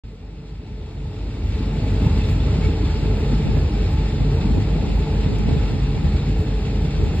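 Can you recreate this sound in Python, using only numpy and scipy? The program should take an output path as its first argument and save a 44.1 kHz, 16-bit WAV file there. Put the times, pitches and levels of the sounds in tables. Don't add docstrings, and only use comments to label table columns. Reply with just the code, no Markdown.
import sys
import numpy as np
from scipy import signal
from scipy.fft import rfft, irfft, next_fast_len
from scipy.io import wavfile
from scipy.ndimage import uniform_filter1d, map_coordinates

SR = 44100
rng = np.random.default_rng(int(sys.argv[2]) if len(sys.argv) > 2 else 0)


def dump(signal):
    limited = np.clip(np.atleast_2d(signal).T, -1, 1)
    pcm = np.round(limited * 32767).astype(np.int16)
    wavfile.write(sys.argv[1], SR, pcm)


def elevation(decibels):
    levels = np.asarray(decibels, float)
    return 10 ** (levels / 20)


N = 317520

# t/s, level/dB
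LEVEL = [(0.04, -16), (0.45, -14.5), (0.8, -12.5), (1.25, -7.5), (1.45, -5), (1.55, -2.5), (1.75, -2),
         (1.95, 1), (2.8, 0), (3.4, 0.5), (4, 0), (4.8, -0.5), (5.2, 0), (5.9, -1), (6.6, -1.5), (7, -1),
         (7.2, 0.5)]
# t/s, level/dB
TICK = [
    (5.387, -25),
]


def unit(x):
    return x / np.sqrt(np.mean(x ** 2) + 1e-20)


def along(points, hz):
    f, v = np.transpose(points)
    return np.interp(np.log(hz + 1), np.log(f + 1), v)


def curves(rows):
    s, *cols = np.transpose(rows)
    return [np.interp(np.arange(N) / SR, s, c) for c in cols]


def wobble(rate):
    knots = rng.standard_normal(int(N * 60 / SR) + 4)
    return map_coordinates(knots, [np.arange(N) * min(rate, 60) / SR])


def filtered(x, response):
    m = next_fast_len(N + 8192)
    return irfft(rfft(x, m) * response(np.fft.rfftfreq(m, 1 / SR)), m)[..., :N]


def panels(hz):
    # f/Hz, width/Hz, lift/dB
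    resonances = [(68, 9.6, 8), (138.7, 9.6, 8), (157.7, 2.3, 3), (798, 110, 3), (434, 56, 12),
                  (625, 24, 3.5), (1317, 140, 4.5), (2665, 200, 5.5), (3580, 174, 3), (4200, 48, 3.5),
                  (7230, 900, 8)]
    return elevation(sum(db / (1 + (2 * (hz - c) / w) ** 2) for c, w, db in resonances))


def noise(spectrum, patchy_db):
    z = signal.stft(rng.standard_normal((3, N)), nperseg=512)[2]
    field = uniform_filter1d(rng.standard_normal(z.shape[1:]), size=5, axis=0)
    field = uniform_filter1d(field, size=10, axis=1)
    x = signal.istft(z * elevation(patchy_db * unit(field)), nperseg=512)[1][:, :N]
    return unit(filtered(x, lambda hz: elevation(along(spectrum, hz)) * panels(hz)))


def cog():
    # t/s, rack teeth/Hz, axle turns/Hz
    speed = [(0, 48.3, 4.3), (2, 48.25, 4.3), (3, 48.3, 4.27), (4.6, 48.25, 4.3), (5.4, 48.4, 4.45),
             (6.2, 47.6, 4.32), (7.2, 47.5, 4.3)]
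    # t/s, axle sideband under the hum/dB
    out_of_round = [(0, -6), (1.2, -5), (2.2, -15), (2.8, -10), (3.4, -3.5), (4.2, -6), (4.8, -3.5),
                    (5.8, -7), (6.3, -3), (7.2, -4)]
    # order (of tooth rate), level under the hum/dB, loudest at t/s, fall either side/(dB/s)
    mesh = [
        (2, -13, 3.6, 0),
        (2.885, -10, 7, .5),
        (4.35, -13.5, 7, .5),
        (16, -27, 7.1, 4),
        (17, -26, 5.7, 2.5),
        (18, -26, 2.8, 1.5),
    ]
    axle_lag = .32
    turn, axle = 2 * np.pi * np.cumsum(curves(speed), axis=1) / SR
    hum_db = -22.5 + curves(LEVEL)[0]
    side_db = hum_db + curves(out_of_round)[0]
    hum = elevation(hum_db) * np.cos(turn)
    hum += elevation(side_db) * np.cos(turn + axle - 2 * np.pi * axle_lag)
    for order, db, s, fall_db in mesh:
        away_s = abs(np.arange(N) / SR - s)
        tone_db = hum_db + db - fall_db * away_s + 3 * wobble(9)
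        hum += elevation(tone_db) * np.cos(order * turn + 1.1 * wobble(9))
    return np.sqrt(2) * hum


def bumps():
    # t/s, floor lift/dB, panel lift/dB
    uneven_rail = [(.12, 5, -2), (1.47, 6.5, -0.5), (1.63, -2.5, 5.5), (1.839, 0.5, 2), (2.05, 5.5, 7),
                   (2.17, 8.5, 1.5), (2.31, 12.5, -1), (2.55, -2.5, 4), (2.69, 3, 1.5), (2.83, 4.5, 5.5),
                   (3.19, 4.5, 0.5), (3.58, 6.5, 1.5), (3.72, -3.5, 0.5), (3.929, 7.5, -0.5),
                   (4.08, -3.5, -2.5), (4.36, 6.5, -1.5), (4.469, -9, 5.5), (4.53, 6.5, 1.5),
                   (4.6, 1.5, 3.5), (4.73, -3.5, 3.5), (4.97, 8, 0), (5.26, -4.5, 3), (5.52, 1.5, 7),
                   (5.7, 4.5, 0), (6.05, 5, 3.5), (6.28, 1, 4.5), (6.4, 10, 0.5), (6.84, 7, 3.5),
                   (7.04, 9.5, -2), (7.19, 11, -1)]
    half_length_s = 0.028
    s, *lift_db = np.transpose(uneven_rail)
    t = np.arange(0, N, 64) / SR
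    humps = np.array(lift_db) @ np.exp(-.5 * ((t - s[:, None]) / half_length_s) ** 2)
    return [np.interp(np.arange(N) / SR, t, h) for h in humps]


def body():
    # f/Hz, level/dB per Hz
    boom_spectrum = [(20, -37.5), (31, -23.5), (42, -21), (56, 2.5), (68, 1.5), (82, 8), (95, -1.5),
                     (115, -4.5), (160, -59)]
    drone_spectrum = [(65, -17.5), (85, -8), (106, 1), (116, -5), (130, -10), (152, -4), (172, -7),
                      (230, -12), (265, -11), (300, -14), (350, -21), (450, -67.5)]
    roar_spectrum = [(220, -24), (300, -4.5), (380, -6.5), (450, -8), (560, -11), (700, -14.5), (900, -14),
                     (1100, -22.5), (1500, -31.5), (2500, -62)]
    overall_db, = curves(LEVEL)
    floor_db, panel_db = bumps()
    later_s = np.arange(N) / SR - 3.6
    boom_db = -25.5 + overall_db + floor_db + 0.65 * wobble(12)
    drone_db = -24.5 + overall_db + panel_db - 0.13 * later_s + 0.62 * wobble(12)
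    roar_db = -33 + overall_db + 0.31 * panel_db + 0.92 * wobble(14)
    boom = elevation(boom_db) * noise(boom_spectrum, patchy_db=1.4)
    drone = elevation(drone_db) * noise(drone_spectrum, patchy_db=0.8)
    roar = elevation(roar_db) * noise(roar_spectrum, patchy_db=1.33)
    return boom + drone + roar


def rush():
    # f/Hz, level/dB per Hz
    hiss_spectrum = [(700, -19.5), (1100, -4), (1600, -3), (2300, 0.5), (3000, -3), (4300, -3), (5400, -9),
                     (6500, -16.5), (8400, -23), (10500, -27.5), (12200, -44), (14500, -52), (15600, -56.5)]
    sway_hz, sway_lag = 2.2, 0.13
    sway_db = -0.3 * np.cos(2 * np.pi * (sway_hz * np.arange(N) / SR - sway_lag))
    level_db = -40 + curves(LEVEL)[0] + 0.088 * bumps()[1] + sway_db
    jolts = np.zeros(N)
    draws = rng.random((400, 2))
    jolts[(draws[:, 0] * N).astype(int)] = -.11 * np.log(1 - draws[:, 1])
    decay = np.exp(-np.arange(SR // 10) / SR / .015)
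    jolts = signal.fftconvolve(jolts, decay)[:N]
    return elevation(level_db + 0.3 * wobble(10)) * unit((1 + jolts) * noise(hiss_spectrum, patchy_db=0.77))


def draught():
    # t/s, peak level/dB, fall either side/(dB/s)
    gusts = [(.37, -56, 110), (1.1, -67, 60), (1.25, -54, 112), (1.53, -63, 60), (2.1, -50, 204),
             (2.3, -46, 100), (2.65, -33.5, 124), (3.03, -32, 111), (3.17, -39, 143), (3.33, -30, 250),
             (3.49, -28.5, 150), (3.58, -34, 130), (3.79, -38, 200), (4.22, -30.5, 199), (4.51, -28.5, 150),
             (4.581, -27, 198), (4.77, -32, 136), (4.9, -32.5, 58), (5.32, -29.5, 60), (5.41, -29, 148),
             (5.53, -29.5, 44), (5.73, -30.5, 103), (5.9, -32.5, 284), (5.97, -29, 398),
             (6.049, -26.5, 557), (6.42, -54, 95), (6.8, -57, 98), (7, -28.5, 235), (7.06, -33, 112)]
    # f/Hz, level/dB per Hz
    eddy_spectrum = [(15, -8), (45, 4.5), (70, 3), (200, 2.5), (320, -4), (600, -14), (1000, -22),
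                     (2000, -79.5)]
    t = np.arange(0, N, 64) / SR
    gust_db = np.max([db - fall * abs(t - s) for s, db, fall in gusts], axis=0)
    still_db = -64 + curves(LEVEL)[0]
    level_db = np.maximum(np.interp(np.arange(N) / SR, t, gust_db), still_db)
    eddies = rng.standard_normal((2, 2, N))
    low = unit(filtered(eddies[0], lambda hz: elevation(along(eddy_spectrum, hz))))
    bright = unit(filtered(eddies[1], lambda hz: elevation(along(eddy_spectrum, hz / 0.68)) * hz / (hz + 250)))
    bright_db = 2.9 * (np.minimum(level_db, -33) + 36.5) - 14.0
    lumps = elevation(2.4 * np.array([wobble(25), wobble(25)]))
    return elevation(level_db + 2.0) * unit(lumps) * (low + elevation(bright_db) * bright)


def fittings():
    # t/s, level/dB, f/Hz
    squeaks = [
        (2.055, -39, 2690),
        (2.215, -31, 2600),
        (2.4, -37, 3470),
        (2.628, -33, 2200),
        (2.645, -31, 2260),
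        (2.655, -33, 2220),
        (2.85, -36, 3530),
    ]
    x, t = np.zeros(N), np.arange(SR // 40) / SR
    swell = t / 0.0043 * np.exp(1 - t / 0.0037)
    for s, db, hz in squeaks:
        x[round(s * SR):][:len(t)] += elevation(db) * np.sin(2 * np.pi * hz * t) * swell
    return x


def knocks():
    # t/s, peak level/dB, f/Hz
    panel_blows = [(3.329, -12, 244), (3.573, -16.5, 121.5), (4.447, -11.5, 198), (4.501, -10, 220),
                   (4.577, -11, 283), (4.649, -13, 151), (4.761, -13.5, 160), (5.109, -19.5, 212),
                   (5.146, -21, 215), (5.452, -14, 217), (5.519, -22, 148), (5.559, -12, 141),
                   (5.734, -15, 135), (6.038, -14.5, 149), (6.29, -20, 192), (6.389, -14, 160)]
    # t/s, peak level/dB, f/Hz
    floor_blows = [
        (2.85, -14.5, 62.4),
        (3.33, -21, 55.2),
        (4.336, -14, 78),
        (4.515, -13.5, 60.7),
        (5.563, -12.5, 68),
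        (5.819, -16, 61),
        (6.033, -25, 65.6),
        (6.125, -12, 74.7),
        (6.378, -20.5, 74),
        (7.16, -13, 61.6),
    ]
    rise_cycles = 1.23
    x, t = np.zeros(N + SR), np.arange(SR // 4) / SR
    for s, db, hz in [*panel_blows, *floor_blows]:
        u = t * hz / rise_cycles
        swing = u * np.exp(1 - u) * np.sin(2 * np.pi * hz * t)
        x[round(s * SR):][:len(t)] += elevation(db - 3.5) * swing
    return x[:N]


def pops():
    # t/s, level/dB, left over right/dB
    bursts = [
        (3.572, -23, -3),
        (4.573, -26, -5),
        (4.898, -38, 5),
        (5.488, -23, -1),
        (5.732, -37, 2),
        (6.037, -33, -1),
    ]
    x, u = np.zeros((2, N)), np.arange(SR // 50) / SR / 0.00054
    push = u * u * (3 - u) * np.exp(-u)
    for s, db, pan_db in bursts:
        side_db = np.array([[1.5], [-1.5]]) * pan_db
        x[:, round(s * SR):][:, :len(u)] += elevation(db + 9 + side_db) * push
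    return x


def tick():
    x, t = np.zeros(N), np.arange(SR // 500) / SR
    for s, db in TICK:
        x[round(s * SR):][:len(t)] = elevation(db - 60 * t / .0005) * np.cos(2 * np.pi * 6000 * t)
    return x * [[1], [.4]]


def ports(direct, diffuse):
    # f/Hz, likeness/0-1, right lead/rad, left over right/dB
    spacing = [(60, .9999, 0, 0), (120, .999, .03, 0), (250, .975, .18, 0), (430, .93, .2, .3),
               (600, .8, .3, 1), (780, .66, .2, 3.5), (1100, .66, .3, 3.5), (1300, .68, .4, 2),
               (1750, .85, -.2, 0), (2600, .62, -1.9, -1), (3700, .58, -1.1, 1), (4700, .3, -2.2, -.6),
               (6000, .75, -3.1, 0), (8100, .8, -6.3, 0), (15600, .8, -17.1, 0)]
    f, alike, lead, tilt_db = np.transpose(spacing)

    def share(hz):
        return np.clip(np.interp(hz, f, alike), 0, 1)

    def sides(hz):
        half = np.exp(.5j * np.interp(hz, f, lead)) / elevation(np.interp(hz, f, tilt_db) / 2)
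        return np.array([1 / half, half])

    shared = filtered(direct, lambda hz: sides(hz) * np.sqrt(share(hz)))
    differing = filtered(diffuse, lambda hz: abs(sides(hz)) * np.sqrt(1 - share(hz)))
    return shared + differing


def scene():
    air = body() + rush()
    return ports(air[0] + cog() + knocks() + fittings(), air[1:]) + draught() + pops() + tick()


def thinned_bands(x):
    # from f/Hz, to f/Hz, frames kept/0-1
    sum_gaps = [(5250, 5680, .8), (5680, 6260, .02), (6260, 6650, .65), (9050, 9650, .6), (9650, 11000, -1),
                (11000, 11400, .6), (13350, 13780, .6), (13780, 22050, -1)]
    difference_gaps = [(7550, 8900, -1), (11350, 11750, .5), (11750, 13150, -1), (13150, 13500, .3),
                       (13500, 13900, .75), (14300, 14750, .75), (14750, 15150, .5), (15150, 15450, .05),
                       (15450, 22050, -1)]
    pair = np.pad([x[0] + x[1], x[0] - x[1]], [(0, 0), (0, 2048)], "reflect") / 2
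    hz, t, z = signal.stft(pair, SR, nperseg=1024)
    steady = abs(t - TICK[0][0]) > .006
    early = .5 * (t < 2)
    for part, gaps in enumerate([sum_gaps, difference_gaps]):
        for low_hz, high_hz, kept in gaps:
            draws = np.repeat(rng.random(len(t)), 2)[:len(t)]
            dropped = steady & (draws > kept + early)
            z[part][np.ix_((hz > low_hz) & (hz < high_hz), dropped)] = 0
    lost = np.clip((hz - 4000) / 9000, 0, .6)[:, None] * steady
    z = z * (rng.random(z.shape) > lost) / np.sqrt(1 - lost)
    both, apart = signal.istft(z, SR, nperseg=1024)[1][:, :N]
    return np.array([both + apart, both - apart])


def roll_off(x):
    return signal.sosfilt(signal.butter(12, 15600, fs=SR, output="sos"), x)


def record(dry):
    start_s, rise_s, stop_s = .036, .0012, .002
    mix = thinned_bands(filtered(dry, lambda hz: hz ** 4 / (hz ** 4 + 27 ** 4)))
    t = np.arange(N) / SR
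    mix = mix * np.clip((t - start_s) / rise_s, 0, 1)
    mix = mix * np.sin(np.pi / 2 * np.clip(t[::-1] / stop_s, 0, 1)) ** 2
    return roll_off(mix)


dry = scene()
out = record(dry)
dump(out)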